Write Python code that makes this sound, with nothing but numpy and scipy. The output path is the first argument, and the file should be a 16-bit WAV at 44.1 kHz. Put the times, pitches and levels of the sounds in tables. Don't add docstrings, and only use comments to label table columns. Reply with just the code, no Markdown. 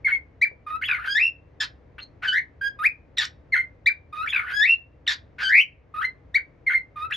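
import sys
import numpy as np
from scipy import signal
from scipy.fft import rfft, irfft, next_fast_len
from scipy.io import wavfile
from scipy.ndimage import map_coordinates

SR = 44100
rng = np.random.default_rng(int(sys.argv[2]) if len(sys.argv) > 2 else 0)


def output_pcm(signal):
    pcm = np.clip(np.atleast_2d(signal).T, -1, 1) * 32767
    wavfile.write(sys.argv[1], SR, np.round(pcm).astype(np.int16))


N = 315756

# frequency in Hz, relative density in dB.
RUMBLE_SPECTRUM = [(12, -36), (22, -22), (59, 2), (88, 0.5), (150, -6), (200, -15.5), (290, -10),
                   (380, -16.5), (476, -12), (700, -20), (1430, -29), (2040, -28.5), (3160, -42.5),
                   (6460, -54), (9000, -66), (19800, -120)]
# frequency in Hz, correlation (1 = mono).
RUMBLE_LIKENESS = [(60, 1), (150, 0.88), (400, 0.67), (1300, .3), (3000, 0.53)]
# frequency in Hz, time to fall 60 dB in seconds.
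ROOM_T60 = [(800, 0.14), (2500, 0.12), (5000, 0.11), (10000, 0.063)]
# frequency in Hz, size over the shared echoes as a ratio.
ROOM_WIDTH = [(1200, 1.8), (2500, 0.53), (5000, 0.19)]
# start in seconds, level in dB before the mix.
TAPS = [(0.515, -38.5)]

# frequency in Hz, relative level in dB.
THROAT = [(3600, 24), (5000, 2), (6500, -12.5), (7800, -9.5), (9000, -50)]
# frequency in Hz, relative level in dB.
SHEEN = [(6000, -33), (8000, -8), (10000, 3.5), (12500, -4.5), (14800, -4.5), (16000, -10.5)]
# frequency in Hz, relative level in dB.
RASP_SPECTRUM = [(500, -52), (900, -7), (1600, 4.5), (2600, 2), (4000, -17), (6000, -41), (8000, -38)]
# frequency in Hz, relative level in dB.
BREATH_SPECTRUM = [(800, -23.5), (2000, -18.5), (3700, 5.5), (5200, -4.5), (7500, -16), (9000, -42)]
# pitch in Hz, base level in dB over the tone; for the second partial, then for all higher ones.
SECOND_PARTIAL = [(1230, -15), (1500, -7.5), (1650, -15), (1850, -13.5), (2100, -27), (2600, -32.5),
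                  (3400, -28.5), (4200, -21.5)]
UPPER_PARTIALS = [(1230, -18), (1500, -24), (1650, -9), (1850, -29), (2100, -41.5), (2600, -43.5),
                  (3400, -24.5), (4200, -23)]

# share of the length, pitch in Hz (only its ratio to the first row counts),
# relative level in dB, relative brightness in dB, trill width as share of pitch, rasp from 0 to 1.
DIP = [(0, 2214, -7.5, 2.5, 0.023, 0.02), (.18, 2090, .5, -1.5, .03, 0.01),
       (.32, 1826, -0.5, -12.5, .36, .14), (.58, 1840, -3, -7, 0.37, .18), (.72, 2167, 0, -5, 0.0089, 0),
       (1, 2125, -3, -3.5, .04, 0.03)]
PIP = [(0, 1891, -7, 4, .01, 0.026), (.4, 2437, -2, 4, .01, .01), (.72, 2316, 1, -1, .03, 0.041),
       (1, 1638, -17.5, -16, .06, 0.074)]
HOLD = [(0, 1230, 0.5, -4.5, .01, 0.075), (.35, 1231, -0.5, -1.5, 0.016, 0.18),
        (.75, 1264, -0.5, 3, 0.021, 0.023), (1, 1306, 1.5, -5, .01, .07)]
RISE = [(0, 1277, -8.5, -6, .01, .04), (.35, 1583, -3.5, -19, 0.0087, 0.13), (.75, 2150, 1, 0, .01, 0.022),
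        (1, 2417, -0.5, -0.5, 0.014, .01)]
LEAP = [(0, 1420, -1, -16.5, 0.18, 0.14), (.38, 2105, 7.5, -13.5, .3, 0.19),
        (.57, 3396, -5.5, 3.5, 0.084, .07), (.78, 3450, -0.5, 1.5, .05, 0.037),
        (1, 3257, -4, -3.5, 0.0087, 0.13)]
RASPING = [(0, 2140, 2.5, -10.5, .44, 0.2), (.23, 1950, 2, -18, 0.5, .24), (.44, 1700, -6, -26, 0.35, 0.25),
           (.62, 1336, -13.5, -9, .15, .18), (.83, 1720, -7.5, -35.5, 0.24, .26),
           (1, 1533, -2.5, -10, 0.094, 0.39)]
CHEEP = [(0, 1450, 9.5, -31.5, .12, 0.64), (.36, 3200, -2, -14, 0.1, .45),
         (.62, 4130, -16.5, -18, 0.021, 0.07), (1, 4210, -2, -10, .05, .07)]
SLIDE = [(0, 1690, -1.1, -1, .01, .06), (.5, 1770, .5, 0.5, .03, .01), (1, 2030, -1, -2.5, 0.087, 0.023)]
TOP = [(0, 2440, -3.5, 1.5, .1, 0.068), (.35, 2697, 3, -6.5, .02, 0.0075), (.7, 2700, -1, 0, .04, 0.022),
       (1, 2745, -7.5, -8.5, .02, .005)]
FLUTE = [(0, 1580, -3, -5.5, .005, .05), (.3, 1640, 0, -8, .005, 0.062), (.7, 1651, -0.5, 3.5, .005, 0.012),
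         (1, 1655, -4.5, 4, .005, 0.036)]
BREAK = [(0, 1330, -3, -14, .16, 0.092), (.45, 1796, -2.5, -17.5, .22, .18), (.77, 2085, 4, 2.5, .01, .01),
         (1, 2040, -8, 1.5, .01, 0.043)]
SWOOP = [(0, 3988, 0.62, -3.5, .01, .25), (1, 2908, 1.5, -8.5, .01, .25)]
CROAK = [(0, 1910, -7, 22, .01, .12), (.25, 1811, -2, 11, 0.053, 0.2), (.55, 1750, -2, 5, 0.088, .42),
         (1, 1670, -13.5, 9, .18, .48)]
BUZZ = [(0, 1433, -6.5, -19.5, .15, .35), (.35, 1606, 2, -11.5, .14, .33),
        (.66, 1530, -6, 10, 0.027, 0.077), (1, 1507, -4, 5, .02, 0.071)]
CLIMB = [(0, 1741, -7.5, -13.5, .18, .01), (.47, 2205, 1.5, -6, .18, 0.013),
         (.82, 2420, 3.5, -2, 0.17, .02), (1, 3001, -5.5, 2.5, .1, 0.038)]

# start in seconds, length in seconds, starting pitch in Hz,
# glide exponent (1 = as in the shape), level in dB before rasp and mix, swell from start to end in dB,
# added brightness in dB.
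DIPS = [(.046, .109, 2258, 1.1, -18.5, 1.6, -7), (3.523, .092, 2162, 0.97, -18.5, -5.5, -3.5),
        (6.666, .113, 2167, 0.94, -18.5, 0.3, -5)]
PIPS = [(.415, .038, 1904, .9, -12, -2, 0.73), (3.861, .036, 1824, 1.1, -11, -0.2, .1),
        (6.344, .037, 1817, .95, -13.5, -0.82, .1)]
HOLDS = [(.665, .1, 1228, 0.98, -33, 3, -5), (2.789, 0.023, 1230, .3, -31.5, .1, -2),
         (4.126, .099, 1224, 1.1, -32, 4, 4), (5.94, .062, 1232, 1.2, -28, 3, -7.5),
         (6.958, .098, 1216, 1.1, -33, 6, -1.9)]
RISES = [(2.82, .048, 1256, 1.07, -17, 7.7, 0.091)]
LEAPS = [(.812, 0.064, 1498, .92, -28.5, -2, .1), (4.254, .066, 1369, 1.04, -30, 3.7, 0.67),
         (7.101, 0.061, 1371, 1.03, -28.5, -1, 0.033)]
RASPINGS = [(.888, .177, 2114, 1.02, -21, -2, .1), (4.33, .185, 2116, 1.02, -20, 1.7, .1)]
CHEEPS = [(1.983, .047, 1450, 1.01, -34.5, 0.066, .1)]
SLIDES = [(1.153, .036, 1706, 1.05, -18, -0.59, 0.45), (4.603, .054, 1682, 1.3, -16.5, 1.6, -2.2)]
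TOPS = [(1.203, .092, 2400, 1.15, -18.5, -9.5, 2.3), (4.668, .075, 2475, .9, -14, 5.5, -1.8)]
FLUTES = [(1.083, 0.059, 1560, 1.05, -27, -15.5, 4.5), (2.612, 0.068, 1565, 0.89, -23.5, 3.5, -9.5),
          (4.535, 0.057, 1602, .9, -24, -3.5, 0.5)]
BREAKS = [(6.01, .055, 1319, 1.01, -21.5, .1, .1)]
SWOOPS = [(3.171, .008, 4062, .9, -23, .1, .1), (5.066, .007, 3493, .9, -25.5, 0.27, .1)]
CROAKS = [(1.603, 0.047, 1775, .6, -16.5, -1.5, -2.6), (3.184, 0.071, 1897, 1.1, -16.5, -1.9, 2.1),
          (5.078, .062, 1888, .9, -15.5, -1.3, 3.5)]
BUZZES = [(2.221, .094, 1418, 1.02, -22, .1, 0.2), (5.383, .098, 1464, .95, -20, 0.98, 0.13)]
CLIMBS = [(2.343, .052, 1704, .42, -20, -6.5, 0.13), (5.51, .107, 1732, 1.03, -12.5, 0.7, .1)]

# shape, occasions, mean trill rate in Hz, thin-top offset in dB,
# extra second partial in dB.
SONG = [(DIP, DIPS, 76, 4, .1), (PIP, PIPS, 75, 3, .1), (HOLD, HOLDS, 80, 2.5, 0.69),
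        (RISE, RISES, 85, 11, .1), (LEAP, LEAPS, 71, 2, -2), (CHEEP, CHEEPS, 90, .1, .1),
        (RASPING, RASPINGS, 64, 3, .1), (SLIDE, SLIDES, 75, -4.5, 5.8), (TOP, TOPS, 75, -5.5, .1),
        (FLUTE, FLUTES, 80, 1.8, 3), (BREAK, BREAKS, 63, 3.3, .1), (SWOOP, SWOOPS, 80, .1, .1),
        (CROAK, CROAKS, 85, -1, -0.98), (BUZZ, BUZZES, 100, -7, 3), (CLIMB, CLIMBS, 100, -1.6, .1)]

# frequency in Hz, difference in dB.
LEFT_OVER_RIGHT = [(100, .4), (200, 1.5), (400, 5), (700, 3.5), (1200, .3), (2200, 1.3), (4000, 0)]
# frequency in Hz, lead in radians.
LEFT_LEAD = [(200, 0), (430, .7), (900, 0), (2000, 0), (3500, .3), (5800, 0), (6900, -.9), (8250, -3.14),
             (11000, -6.2), (12600, -6.6), (14600, -9.42)]

RUMBLE_DB = -51
LATE_DB, LATE_LONGER = -24.5, 2.6
ATTACK_S, RELEASE_S = .006, .014
SLUR_S = .036
BAND_LIMIT_HZ = 15800


def amp(db):
    return 10 ** (np.asarray(db) / 20)


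def unit(x):
    return x / np.sqrt(np.mean(x ** 2) + 1e-20)


def along(points, hz):
    f, v = np.transpose(points)
    return np.interp(np.log(hz + 1), np.log(f + 1), v)


def wobble(rate_hz):
    knots = rng.standard_normal(int(N * rate_hz / SR) + 4)
    return unit(map_coordinates(knots, [np.arange(N) * rate_hz / SR]))


def filtered(x, response):
    m = next_fast_len(N + SR // 2)
    return irfft(rfft(x, m) * response(np.fft.rfftfreq(m, 1 / SR)), m)[..., :N]


def noise(spectrum):
    return unit(filtered(rng.standard_normal(N), lambda hz: amp(along(spectrum, hz))))


def rumble():
    def mid_side(hz):
        angle = np.arccos(np.clip(along(RUMBLE_LIKENESS, hz), -1, 1)) / 2
        return amp(along(RUMBLE_SPECTRUM, hz)) * [np.cos(angle), np.sin(angle)]

    mid, side = filtered(rng.standard_normal((2, N)), mid_side)
    return amp(RUMBLE_DB + 0.33 * wobble(4.3)) * unit(np.array([mid + side, mid - side]))


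def room(x):
    hz, t, z = signal.stft(rng.standard_normal((2, SR // 2)), SR, nperseg=256)
    z[1] *= along(ROOM_WIDTH, hz)[:, None]
    fall_db = -60 * t / along(ROOM_T60, hz)[:, None]
    decay = amp(fall_db) + amp(LATE_DB + fall_db / LATE_LONGER)
    both, apart = signal.istft(z * decay, SR, nperseg=256)[1]
    tail = np.array([both + apart, both - apart]) / np.linalg.norm(both)
    delayed = np.pad(x, (130, 0))
    return signal.fftconvolve(delayed[None], tail, axes=1)[:, :N]


def tap():
    out, t = np.zeros(N), np.arange(SR // 10) / SR
    for start_s, db in TAPS:
        out[round(start_s * SR):][:len(t)] += amp(db - 60 * t / 0.013) * np.sin(2 * np.pi * 520 * t)
    return out


def syllables():
    sung = []
    for shape, occasions, *traits in SONG:
        share, shape_hz, db, bright_db, trill, rasp = np.transpose(shape)
        for start_s, length_s, hz, glide, level_db, swell_db, colour_db in occasions:
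            sung.append(np.transpose([
                start_s + length_s * share,
                hz * (shape_hz / shape_hz[0]) ** glide,
                level_db + db + swell_db * (share - .5),
                bright_db + colour_db, trill, rasp,
                *np.outer(traits, np.ones_like(share))]))
    sung.sort(key=lambda n: n[0][0])
    rows, ends = np.concatenate(sung), np.cumsum([len(n) for n in sung])[:-1]
    return np.split(rows, [k for k in ends if rows[k, 0] - rows[k - 1, 0] > SLUR_S])


def breath_gate(notes, t):
    gate = 0
    for n in notes:
        attack = (t - n[0][0]) / ATTACK_S + .5
        release = (n[-1][0] - t) / RELEASE_S + 1
        gate = gate + np.clip(np.minimum(attack, release), 0, 1) ** 2
    return np.minimum(1, gate)


def cockatiel():
    t = np.arange(N) / SR
    notes = syllables()
    time_s, *columns = np.transpose(np.concatenate(notes))
    time_s = np.maximum.accumulate(time_s)
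    hz, tone_db, bright_db, trill, rasp, trill_hz, thin_db, extra_db = (
        np.interp(t, time_s, c) for c in columns)
    trill, rasp = np.abs(trill), np.clip(rasp, 0, 1)
    gate = breath_gate(notes, t)

    second_db = along(SECOND_PARTIAL, hz) + .9 * bright_db + extra_db + 3.7 * wobble(70)
    upper_db = along(UPPER_PARTIALS, hz) + bright_db + 2.3 * wobble(70)

    swing = 2 * np.pi * np.cumsum(trill_hz * (1 + (.05 + .25 * rasp) * wobble(60))) / SR
    snap = 1 + 16 * rasp
    bend = .5 * trill * np.tanh(snap * np.sin(swing)) / np.tanh(snap)
    hz = hz * (1 + bend + .003 * wobble(120) + 0.12 * rasp * wobble(500))
    phase = 2 * np.pi * np.cumsum(hz) / SR

    throb_db = (1.5 + 30 * rasp) * trill * np.sin(swing) - 24 * trill * rasp * np.cos(2 * swing)
    throb_db += 1.7 * wobble(100) + 13.18 * rasp * (wobble(300) - 3.0)

    on = gate > 0
    k = np.arange(3, 12)[:, None]
    partial_hz = k * hz[on]
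    upper = amp(along(THROAT, partial_hz))
    upper = amp(upper_db[on]) * upper / np.sqrt(np.sum(upper ** 2, axis=0))
    sheen = amp(0.21 * upper_db - 41 + thin_db)
    upper = (upper + sheen[on] * amp(along(SHEEN, partial_hz))) * (partial_hz < BAND_LIMIT_HZ)

    voice = np.sin(phase) + amp(second_db) * np.sin(2 * phase)
    voice += rasp * wobble(150) * (0.25 * np.sin(phase / 2) + .5 * np.sin(3 * phase / 2))
    voice[on] += np.sum(upper * np.sin(k * phase[on]), axis=0)

    breath = noise(BREATH_SPECTRUM) * (amp(-51.5) + 0.61 * rasp * (amp(second_db) + amp(upper_db)))
    thin_air = noise(SHEEN) * sheen * (0.8 + 1.6 * rasp)
    hiss = (breath + thin_air + 0.49 * rasp * noise(RASP_SPECTRUM)) * amp(0.43 * wobble(240))

    call = gate * amp(tone_db) * (np.sqrt(2) * amp(throb_db) * voice + hiss)
    return filtered(call, lambda f: (1j * f / (500 + 1j * f)) ** 3)


def scene():
    near = cockatiel() + tap()
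    return rumble() + amp(-4) * room(near) + amp(2.5) * near


def record(dry):
    side = np.array([[.5], [-.5]])

    def ports(hz):
        return amp(side * along(LEFT_OVER_RIGHT, hz)) * np.exp(1j * side * along(LEFT_LEAD, hz))

    x = filtered(dry, ports)
    step = 1 / (.12 * SR)
    loud = np.sqrt(np.abs(signal.lfilter([step], [1, step - 1], np.mean(x ** 2, axis=0))))
    x = x / (1 + loud / 0.27)
    return filtered(x, lambda hz: hz < BAND_LIMIT_HZ)


dry = scene()
out = record(dry)
output_pcm(out)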